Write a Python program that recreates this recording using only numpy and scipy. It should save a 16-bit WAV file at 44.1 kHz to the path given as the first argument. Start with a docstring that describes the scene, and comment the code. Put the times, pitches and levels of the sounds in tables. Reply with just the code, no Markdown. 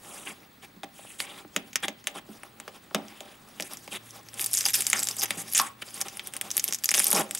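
"""A quiet room, in which fingers pick an adhesive sticker off a small cardboard box, close to a camera.
Impulsive release: nails and parting glue give short noise bursts in snaps and rips, coloured by the film.
Forced resonance: each jolt excites damped modes of the card face and of the hollow box.
Friction: skin on film and card gives uneven grains of noise. Diffuse decay: the room adds a faint tail.
Beneath lie steady room noise, a low hum that swells and sinks, and a thin high whistle."""
import sys
import numpy as np
from scipy import signal
from scipy.fft import rfft, irfft, next_fast_len
from scipy.io import wavfile
from scipy.ndimage import uniform_filter1d, map_coordinates

SR = 44100
rng = np.random.default_rng(int(sys.argv[2]) if len(sys.argv) > 2 else 0)


def dump(signal):
    """Clip the signal to [-1, 1] and save it as 16-bit WAV at the path in sys.argv[1]."""
    limited = np.clip(np.atleast_2d(signal).T, -1, 1)
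    pcm = np.round(limited * 32767).astype(np.int16)
    wavfile.write(sys.argv[1], SR, pcm)


N = 325899  # length in samples

# Room noise spectrum: [f/Hz, relative level/dB per Hz]
AIR_SPECTRUM = [(25, -6), (231, 7), (604, -4.5), (1910, -4.5), (3180, -12), (4260, -8.5), (5420, -19.5),
                (14500, -21), (16000, -36)]
# Left-right correlation of the room noise: [f/Hz, correlation/1]
EAR_CORRELATION = [(60, 0.85), (240, 1), (950, 0.043), (3770, 0.63), (15000, 1.0)]
# Mean course of the hum: [t/s, level/dB]
HUM_COURSE = [(3.75, -71), (4.0, -60.5), (5.35, -57.5), (5.7, -66)]
HUM_HZ, WHISTLE_HZ = 113.5, 15625

# Reverberation of the room: [f/Hz, time to fall 60 dB/s]
ROOM_DECAY = [(200, 0.11), (1000, 0.35), (3000, 0.41), (8000, 0.027), (15000, 0.011)]
# Interaural tilt of the near sound: [f/Hz, left minus right level/dB]
EAR_TILT = [(100, -2.5), (300, -2.5), (1000, .6), (2500, .9), (5000, -.1)]
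HANDS_DB, HANDS_T60 = -28, 0.016  # sound scattered off the hands: level/dB, decay/s
# a reflection near the microphone cancels part of this band
DIP_HZ, DIP_WIDTH_HZ, DIP_SHARE = 4250, 900, .72
CEILING, TOP_HZ = 0.75, 16600  # limit of the rounded peaks (full scale 1), band limit/Hz

# Colour of the thin film: [f/Hz, relative level/dB per Hz]
FILM_SPECTRUM = [(2060, -24.5), (3500, -1.5), (4300, 6.5), (6000, 2), (9820, 1.5), (12000, 1), (15200, -8),
                 (16100, -21), (16500, -61)]
# Modes of the card face: [f/Hz, width/Hz, relative level/dB]
FACE_MODES = [(1766, 370, 3), (2195, 393, 7.5), (3150, 1710, 5.5), (4560, 2280, -3.5)]
# Modes of the hollow box: [f/Hz, width/Hz, relative level/dB]
BODY_MODES = [(168.7, 27, -0.5), (217, 14, 2.5), (281, 35, 2.5), (381, 59, -0.5), (608, 83, 3),
              (792.6, 38.6, 5), (944, 110, 0), (1064, 136, 0), (1380, 294, -2.5)]
# Broad, quick push of the box walls under those modes: (f/Hz, width/Hz, relative level/dB)
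WALL_PUSH = (447, 1050, -8.5)
# Resonances of skin rubbing on the film: [f/Hz, width/Hz, relative level/dB]
RUB_MODES = [(6000, 2000, -9), (8800, 3200, 0), (11500, 2000, -3)]

# Fingers on film and card, mean course: [t/s, film rustle level/dB, box body level/dB]
HANDLING_COURSE = [(0, -57, -63), (.45, -65, -62.5), (.9, -66, -73), (1.45, -62, -63), (2.3, -62.5, -64),
                   (2.55, -66, -60), (3.0, -60, -60), (3.5, -61, -59), (3.84, -50.5, -56.5),
                   (4.0, -63, -63), (4.25, -58, -58.5), (4.62, -39.5, -56.5), (4.8, -40, -56),
                   (5.05, -41.5, -52), (5.45, -55, -55.5), (5.52, -43.5, -61), (5.8, -63.5, -61),
                   (5.91, -49, -57.5), (6.42, -56.5, -54.5), (6.61, -47.5, -56), (6.81, -53, -61.5),
                   (7.06, -37.5, -54), (7.15, -40.5, -56), (7.24, -55, -48), (7.39, -44, -65.5)]
# the card face lies between film and body: share of the film's level, offset/dB
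FACE_SHARE, FACE_OFFSET_DB = 0.4, -1.5

# Rips and scrapes, contact parting without a break:
# [start t/s, length/s, film level/dB, card face level/dB, box body level/dB]
RIP_EVENTS = [(0.001, 0.3, -50.5, -53, -51.5), (0.246, 0.094, -49.5, -44, -47),
              (0.618, 0.043, -57.5, -46.5, -54), (0.832, 0.017, -53, -37.5, -43),
              (0.925, 0.28, -54, -54, -62), (1.181, 0.05, -43.5, -44, -56),
              (1.202, 0.061, -48.5, -42.5, -51), (1.225, 0.22, -59.5, -48.5, -50.5),
              (1.823, 0.039, -40, -33.5, -37), (2.138, 0.064, -52, -42.5, -43), (2.95, 0.47, -68, -56, -59),
              (3.64, 0.044, -46, -50, -67), (3.905, 0.077, -44.5, -34.5, -44),
              (4.043, 0.089, -55.5, -59, -75), (4.369, 0.09, -39, -43.5, -50),
              (4.515, 0.12, -33.5, -45, -61), (4.651, 0.023, -29, -35, -44), (4.685, 0.02, -33.5, -37, -59),
              (4.736, 0.033, -24, -33, -65), (5.181, 0.033, -33.5, -51, -49),
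              (5.221, 0.032, -30, -32.5, -40.5), (5.368, 0.065, -36.5, -43.5, -47.5),
              (5.478, 0.0093, -45, -42.5, -52), (5.545, 0.074, -26.5, -32, -59),
              (5.61, 0.084, -44, -43.5, -48.5), (5.814, 0.019, -50, -38, -66),
              (6.003, 0.025, -33, -38, -40.5), (6.045, 0.036, -48, -47, -43.5),
              (6.945, 0.1, -33.5, -38.5, -63), (7.021, 0.24, -40, -44, -42.5),
              (7.146, 0.08, -32.5, -31.5, -29)]
SMOOTH_DB, ROUGH_DB = -39, -31  # film level/dB: up to the first a smooth rub, from the second all crackle

# Knocks that set the box going: [t/s, blow drive level/dB, strongest f/Hz, low thump level/dB re blow,
# rattle decay time per 60 dB/s, wall ring level/dB re blow]; drive levels, before filters and mixing
KNOCK_EVENTS = [(0.764, -19.5, 179, -8, 0.059, -2), (.833, -22.5, 695, -10, 0.23, -6),
                (0.99, -25, 630, -16, 0.047, -4), (1.047, -30.5, 594, -9, 0.1, -8),
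                (1.448, -22, 308, -8, 0.054, 3), (1.563, -17.5, 616, 2.5, 0.24, -7),
                (1.755, -30.5, 1300, -15, 0.42, -16), (1.88, -14, 610, -4, 0.16, -21),
                (2.071, -22.5, 587, -13, 0.61, -5), (2.289, -29, 206, 4.5, 0.23, -4),
                (2.433, -20, 700, -15, 0.015, -14), (2.678, -17.5, 524, -24, 0.12, -11),
                (2.91, -24.5, 615, -3, 0.18, -5), (2.946, -6.5, 625, -1.5, 0.25, -4),
                (3.207, -26, 620, -5, 0.54, -12), (3.598, -15.5, 580, -0.5, 0.16, -4),
                (3.877, -20.5, 527, -4, 0.051, -16), (4.658, -24, 1000, -6, 0.18, -5),
                (4.93, -2, 1800, -22, 0.21, -27), (5.228, -23, 850, -15, 0.2, -6),
                (5.306, -19, 534, -20.5, 0.069, -15), (5.37, -16, 166, -12, 0.33, -12),
                (5.596, -4.5, 1100, -36, 0.24, 5), (5.822, -19.5, 1400, -13.5, 0.084, -21),
                (6.686, -19, 397, -13, 0.092, -14), (6.948, -15.5, 624, -33, 0.14, -6),
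                (7.129, -5, 575, -7.5, 0.51, -9)]

# Louder snaps of glue and nail: [t/s, film drive level/dB, card face drive level/dB re film, film pitch f/Hz];
# drive levels, before offsets and filters
SNAP_EVENTS = [(0.8333, -36.5, 11, 10100), (1.2026, -16.5, 0, 4350), (1.5631, -10.5, -0.5, 6600),
               (1.7309, -28, -3.5, 6400), (1.757, -9, -2.5, 6050), (1.8824, -14.5, -2.5, 6450),
               (2.0418, -33.5, -7, 6900), (2.0711, -10.5, -1.5, 6500), (2.4335, -29.5, -6, 9600),
               (2.6005, -23, -4.5, 7400), (2.679, -26.5, -1, 4550), (2.9472, -12.5, 4.5, 6030),
               (3.083, -33, -9, 5840), (3.2059, -28.5, -2.5, 6850), (3.5991, -20, -1, 7900),
               (3.6068, -17, -11, 5800), (3.6237, -14.5, -15, 5960), (3.7348, -21.5, -13, 10900),
               (3.7713, -24, -15, 6050), (3.8774, -32.5, 3, 9000), (4.1077, -30, -29, 6000),
               (4.2866, -29, -10.5, 5730), (4.3413, -25.0, -25, 8800), (4.3951, -12.5, -12, 14900),
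               (4.401, -18, -21, 11800), (4.4104, -13, -32, 11400), (4.4149, -13.5, -23, 9100),
               (4.4245, -15.5, -21, 11300), (4.4426, -11, -35, 14300), (4.4618, -6, -24.5, 9700),
               (4.513, -17.5, -25, 9500), (4.5328, -9, -30, 10300), (4.5395, -7.5, -24, 9500),
               (4.5497, -9, -22, 7300), (4.5723, -9, -27, 6800), (4.5775, -9, -21, 6000),
               (4.5884, -6, -22, 8800), (4.6085, -12, -13.5, 6000), (4.6291, -23, -10, 7500),
               (4.6611, -7, -12, 9300), (4.6645, -12.5, -15, 6100), (4.6859, -13, -7, 7500),
               (4.7043, -11, -16, 11700), (4.7346, -12.5, -8.5, 11100), (4.7433, -4, -22, 7600),
               (4.7535, -8.5, -26, 11600), (4.8071, -5.5, -20, 9600), (4.8212, -12.5, -11, 7900),
               (4.8453, -30, -26, 9400), (4.8671, -6, -12, 7800), (4.9003, -8, -17, 9500),
               (4.9176, -25, -22, 5230), (4.9311, -1.5, -9, 6600), (4.993, -12.5, -19, 7800),
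               (5.0006, -12, -34, 7660), (5.0288, -14.0, -16, 7560), (5.0323, -10.5, -24, 7800),
               (5.0424, -18, -26, 8000), (5.0523, -19, -24, 7900), (5.0713, -11.5, -14, 6100),
               (5.087, -6, -17, 7400), (5.111, -17, -10, 5360), (5.1671, -18, -12, 7840),
               (5.2103, -18, -14, 5000), (5.2182, -12.5, -13, 4900), (5.2345, -4.5, -20, 11700),
               (5.2573, -16.5, -6.5, 6060), (5.3066, -11.5, 0.5, 9000), (5.5257, -16, -18, 11300),
               (5.5352, -10.5, -23, 11100), (5.5486, -9.5, -11, 8850), (5.5663, -17, -16, 9000),
               (5.5695, -13, -6, 6160), (5.5779, -5, -14, 8700), (5.5859, -14, -13, 9200),
               (5.5897, -5.5, -13, 5900), (5.599, -7.5, -7.5, 4740), (5.6154, -10, -24, 10600),
               (5.8213, -32.5, 0, 9200), (6.0139, -11, -15, 6170), (6.0837, -19.5, -6, 5600),
               (6.1713, -20.5, -13, 9500), (6.1949, -23.5, 2, 4500), (6.2721, -17.5, -20, 9300),
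               (6.3372, -18.5, -10.5, 9000), (6.3657, -15.5, -11.5, 9100), (6.4124, -9.5, -11, 9000),
               (6.5046, -13.5, -12.5, 5670), (6.5141, -11, -21, 6040), (6.5684, -5.5, -22, 10000),
               (6.5787, -6.5, -16.5, 12100), (6.5961, -11.5, -9.5, 6300), (6.6411, -5.5, -19.5, 11900),
               (6.679, -12, -17, 6000), (6.6861, -11.5, -9, 9900), (6.7086, -24, -11, 6300),
               (6.7247, -9.5, -12.5, 6100), (6.7348, -11, -20, 6450), (6.7459, -10, -14.5, 6240),
               (6.7865, -28, -12, 6450), (6.8377, -11.5, -11, 6900), (6.8434, -4.5, -19.5, 11900),
               (6.857, -8.5, -23, 6430), (6.8814, -27, -26, 6800), (6.8903, -6.5, -8, 5430),
               (6.9085, -7.5, -29, 6560), (6.9151, -7.5, -8.5, 10100), (6.9405, -5.5, -12, 6370),
               (6.9452, -6.5, -10, 6300), (6.9506, -9.5, -5, 9400), (6.9572, -21, -24, 6900),
               (6.9627, -14, -23, 10200), (6.9725, -9.5, -16, 10500), (6.9791, -9, -3, 6300),
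               (6.9878, -11, -23, 10000), (6.9944, -2, -21, 10100), (7.0, -6, -9, 9600),
               (7.0218, -15, -11, 9900), (7.0357, -15, -19, 9200), (7.043, -6, -25, 12600),
               (7.0559, -14, -8, 9600), (7.0684, -4.5, -18, 8800), (7.0814, -10, -25, 12100),
               (7.0951, -27, -25, 10700), (7.1043, -5.5, -25, 12000), (7.1138, -2.5, -32, 9400),
               (7.1196, -14.5, -9.5, 11800), (7.125, -18, -28, 9600), (7.1295, -3.5, -23, 10700),
               (7.1468, -6, -23, 6800), (7.3102, -14.5, -11, 7900), (7.3497, -11.5, -8.5, 9100),
               (7.3747, -24, -9, 8300)]
SNAP_T60 = .0013  # decay/s of the sudden part: the glue lets go all at once
# small snaps fall at random, thicker and louder as the film rustles more
SMALL_COUNT, SMALL_THICKENS = 200, 1.1  # number; dB of rate per dB of rustle
SMALL_LEAST_DB, SMALL_SPREAD_DB = 10.5, 8  # least drive level/dB over the rustle, range above it/dB
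SMALL_MEAN_FACE_DB = -20  # mean card face drive level/dB re film
SMALL_LOW_HZ, SMALL_HIGH_HZ = 5700, 11700


def amp(db):
    """Level definition: the amplitude ratio of a level in dB."""
    return 10 ** (np.asarray(db) / 20)


def unit(x):
    """Normalisation: x scaled to rms 1."""
    return x / np.sqrt(np.mean(x ** 2) + 1e-20)


def along(points, hz):
    """Interpolation of (f/Hz, value) points on a logarithmic frequency axis."""
    f, v = np.transpose(points)
    return np.interp(np.log(hz + 1), np.log(f + 1), v)


def curves(rows):
    """Interpolation in time: one value per sample for each column after t/s."""
    s, *columns = np.transpose(rows)
    return [np.interp(np.arange(N) / SR, s, column) for column in columns]


def wobble(rate):
    """Slow random modulation: a smooth curve through rate random knots a second."""
    knots = rng.standard_normal(int(N * rate / SR) + 4)
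    return map_coordinates(knots, [np.arange(N) * rate / SR])


def filtered(x, response):
    """Linear filtering: the spectrum of x times a complex response of frequency."""
    m = next_fast_len(N + SR // 2)
    f = np.fft.rfftfreq(m, 1 / SR)
    return irfft(rfft(x, m) * response(f), m)[..., :N]


def place(s, rows):
    """Superposition: short sounds summed at their times s."""
    at = np.round(s * SR).astype(int)[:, None] + np.arange(rows.shape[1])
    return np.bincount(at.ravel(), rows.ravel(), N + SR)[:N]


def background():
    """Stationary sources: partly correlated room noise, and two sines for the swelling hum and the whistle."""
    def split(hz):
        angle = np.arccos(np.clip(along(EAR_CORRELATION, hz), -1, 1)) / 2
        return amp(along(AIR_SPECTRUM, hz)) * [np.cos(angle), np.sin(angle)]
    mid, side = filtered(rng.standard_normal((2, N)), split)
    air = amp(-57.0) * unit(np.array([mid + side, mid - side]))
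    t = np.arange(N) / SR
    hum_level = amp(curves(HUM_COURSE)[0] + 0.64 * wobble(3.67))
    hum = hum_level * np.sqrt(2) * np.sin(2 * np.pi * HUM_HZ * t)
    whistle_level = amp(-65 + 1.2 * wobble(30))
    whistle = whistle_level * np.sqrt(2) * np.sin(2 * np.pi * WHISTLE_HZ * t)
    return air + hum + whistle


def room(x):
    """Diffuse reverberation: a noise tail for each ear, each frequency decaying at its own rate."""
    hz, _, z = signal.stft(rng.standard_normal((2, SR // 2)), SR, nperseg=256)
    t = np.arange(z.shape[-1]) * 128 / SR
    decay = amp(-60 * t / along(ROOM_DECAY, hz)[:, None])
    tail = signal.istft(z * decay, SR, nperseg=256)[1]
    delayed = np.pad(x, (150, 0))[None]  # 3.4 ms
    return signal.fftconvolve(delayed, tail / np.linalg.norm(tail[0]), axes=1)[:, :N]


def ringing(x, modes):
    """Modal resonance: damped modes of alternating sign, scaled so that white noise keeps its level."""
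    def response(f):
        h = sum((-1) ** k * amp(db) * 1j * f * w / (c * c - f * f + 1j * f * w)
                for k, (c, w, db) in enumerate(modes))
        return h / np.sqrt(np.mean(abs(h) ** 2))
    return filtered(x, response)


def film(x):
    """Radiation from a thin film: a minimum-phase, hence causal, filter that keeps the level of white noise."""
    spectrum = amp(along(FILM_SPECTRUM, np.fft.rfftfreq(1024, 1 / SR)))
    cepstrum = irfft(np.log(spectrum + 1e-6))
    cepstrum[1:512] *= 2  # folding the cepstrum forward makes the phase minimal
    cepstrum[513:] = 0
    pulse = irfft(np.exp(rfft(cepstrum)))[:512]
    return signal.fftconvolve(x, pulse / np.linalg.norm(pulse))[:N]


def grit(spiky_db):
    """Stick-slip friction: noise of rms 1 made of tiny releases of very uneven size."""
    return unit(rng.standard_normal(N) * amp(spiky_db * wobble(700) + .5 * spiky_db * wobble(90)))


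def crackle(rate, size_db, cycles):
    """Shot noise of rms 1: random ticks, each a scrap of film ringing briefly at its own pitch."""
    at, pitch, size = rng.random((int(rate * N / SR), 3)).T
    hz, t = 4800 * 2.9 ** pitch[:, None], np.arange(128) / SR
    strength = amp(-size_db * np.log(size[:, None])) * np.sqrt(hz)
    ticks = strength * np.exp(-t * hz / cycles) * np.sin(2 * np.pi * hz * t)
    return unit(place(at * N / SR, ticks))


def patchy(x, depth_db):
    """Spectral modulation: the colour shifts from moment to moment as other scraps of the surface move."""
    z = signal.stft(x, nperseg=256)[2]
    field = uniform_filter1d(rng.standard_normal(z.shape), 7, 0)  # smooth over frequency, then time
    field = uniform_filter1d(field, 5, 1)
    return unit(signal.istft(z * amp(depth_db * unit(field)), nperseg=256)[1][:N])


def handling():
    """Sliding friction: skin on film and card in uneven small grains; returns film, face and body drives."""
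    film_db, body_db = curves(HANDLING_COURSE)
    face_db = FACE_SHARE * film_db + (1 - FACE_SHARE) * body_db + FACE_OFFSET_DB
    stir = wobble(25)
    sheet = grit(0.99) + .5 * crackle(800, 2, 5)
    grains = [patchy(sheet, 3.7), patchy(grit(1), 3), grit(3)]
    return amp(np.array([film_db, face_db, body_db]) + 4.2 * stir) * grains


def rips():
    """Dense releases: faint rips a smooth rub that swells, strong ones a crackle with a quicker onset."""
    t, gains, rough = np.arange(N) / SR, np.zeros((3, N)), np.zeros(N)
    for s, length, *db in RIP_EVENTS:
        harsh = np.clip((db[0] - SMOOTH_DB) / (ROUGH_DB - SMOOTH_DB), 0, 1)
        rise = (0.26 - 0.17 * harsh) * length
        opening = np.clip((t - s) / rise, 0, 1)
        closing = np.clip((s + length - t) / (0.27 * length), 0, 1)
        gate = opening * closing
        gains += amp(db)[:, None] * gate
        rough = np.maximum(rough, (gate > 0) * harsh)
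    sheet = grit(2.5) + 1.6 * crackle(900, 2.2, 8)
    crackling = np.array([patchy(sheet, 3.7), patchy(grit(1.2), 3.6), grit(0.86)])
    rubbing = np.array([ringing(patchy(grit(2.6), 2), RUB_MODES), patchy(grit(1.6), 4.5), grit(0.8)])
    return gains * (np.sqrt(rough) * crackling + np.sqrt(1 - rough) * rubbing)


def bursts(db, t60, tail_db, tail_t60, size):
    """Impulsive release: for each level a sudden noise burst with a weaker, longer after-crackle of ticks."""
    t = np.arange(size) / SR
    rise = 1 - np.exp(-6 * (t + 1 / SR) / t60)
    head = rise * amp(-60 * t / t60) * rng.standard_normal((len(db), size))
    head /= np.sqrt(np.sum(head ** 2, axis=1, keepdims=True) / (t60 * SR))
    lumps = amp(3.6 * np.repeat(rng.standard_normal((len(db), size // 16)), 16, axis=1))
    tail = amp(tail_db - 60 * t / tail_t60) * lumps * rng.standard_normal((len(db), size))
    return amp(db)[:, None] * (0.34 * head + tail)


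def pitched(rows, hz, sharp, flat):
    """Single resonance of quality factor sharp for each row, beside a broad share that thins out higher up."""
    f, c = np.fft.rfftfreq(rows.shape[1], 1 / SR), hz[:, None]
    broad = flat / (1 + 1j * f / (7.3 * c))
    width = f * c / sharp
    resonance = 1j * width / (c * c - f * f + 1j * width)
    return irfft(rfft(rows) * (broad + resonance))


def knocks():
    """Forced and free vibration: blows jolt the box and its walls ring; returns blows, thumps and rings."""
    s, db, hz, thump_db, t60, ring_db = np.transpose(KNOCK_EVENTS)
    tail_t60 = t60[:, None]
    blows = pitched(bursts(db, 0.0035, -22.5, tail_t60, size=16384), hz, sharp=2.7, flat=0.072)
    # the struck wall sings on
    rings = pitched(bursts(db + ring_db, 0.005, -9, tail_t60, size=16384), hz, sharp=24, flat=0)
    # the whole box bounces in the hand
    thumps = bursts(db + thump_db, 0.0036, -19.5, 1.42 * tail_t60, size=16384)
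    thumps = pitched(thumps, np.full_like(hz, 225), sharp=2.02, flat=0)
    return place(s, blows), place(s, thumps), place(s, rings)


def small_snaps():
    """Inhomogeneous random process: rows like SNAP_EVENTS, drawn more densely where the film rustles more."""
    rustle_db = curves(HANDLING_COURSE)[0]
    passed = np.cumsum(amp(SMALL_THICKENS * rustle_db))
    when, size, tone, pitch = rng.random((SMALL_COUNT, 4)).T
    slot = (np.arange(SMALL_COUNT) + when) / SMALL_COUNT
    at = np.interp(slot, passed / passed[-1], np.arange(N))
    db = rustle_db[at.astype(int)] + SMALL_LEAST_DB + SMALL_SPREAD_DB * size
    face_db = SMALL_MEAN_FACE_DB * 2 * tone
    hz = SMALL_LOW_HZ * (SMALL_HIGH_HZ / SMALL_LOW_HZ) ** pitch
    return np.transpose([at / SR, db, face_db, hz])


def snaps():
    """Sudden release of stored strain: each snap shakes the film and the card face; returns both drives."""
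    s, db, face_db, hz = np.vstack([SNAP_EVENTS, small_snaps()]).T
    scraps = pitched(bursts(0 * db, SNAP_T60, -15, 0.036, size=2048), hz, sharp=7, flat=0.26)
    scraps /= abs(scraps).max(axis=1, keepdims=True)
    sheet = place(s, amp(db - 1.0)[:, None] * scraps)
    card = place(s, bursts(db + face_db + 4, SNAP_T60, -22.0, 0.066, size=4096))
    return sheet, card


def scene():
    """Superposition: film, face and box radiate together, then reach two ears with scatter, room and noise."""
    snap_sheet, snap_card = snaps()
    blows, thumps, rings = knocks()
    # snaps reach the box weakly, through the card face
    struck = np.array([snap_sheet, snap_card + amp(-1.5) * blows, blows + thumps + amp(-14.0) * snap_card])
    sheet, face, body = struck + rips() + handling()
    box = film(sheet) + ringing(face, FACE_MODES) + ringing(body, [*BODY_MODES, WALL_PUSH]) + amp(6) * rings

    def dip(f):
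        width = 1j * f * DIP_WIDTH_HZ
        return 1 - DIP_SHARE * width / (DIP_HZ ** 2 - f * f + width)
    box = filtered(box, dip)
    near = filtered(box, lambda hz: amp(along(EAR_TILT, hz) * np.array([[.5], [-.5]])))
    scatter = rng.standard_normal(512) * amp(-60 * np.arange(512) / SR / HANDS_T60)
    hands = amp(HANDS_DB) * signal.fftconvolve(box, scatter / np.linalg.norm(scatter))[:N]
    # opposite signs make the scattered sound unlike in the two ears
    return near + hands * [[1], [-1]] + amp(-20.5) * room(box) + background()


def record(dry):
    """Saturation and band limitation: the camera rounds off high peaks and keeps nothing from TOP_HZ up."""
    soft = dry / (1 + abs(dry / CEILING) ** 4) ** .25
    return filtered(soft, lambda hz: hz < TOP_HZ)


dry = scene()
out = record(dry)
dump(out)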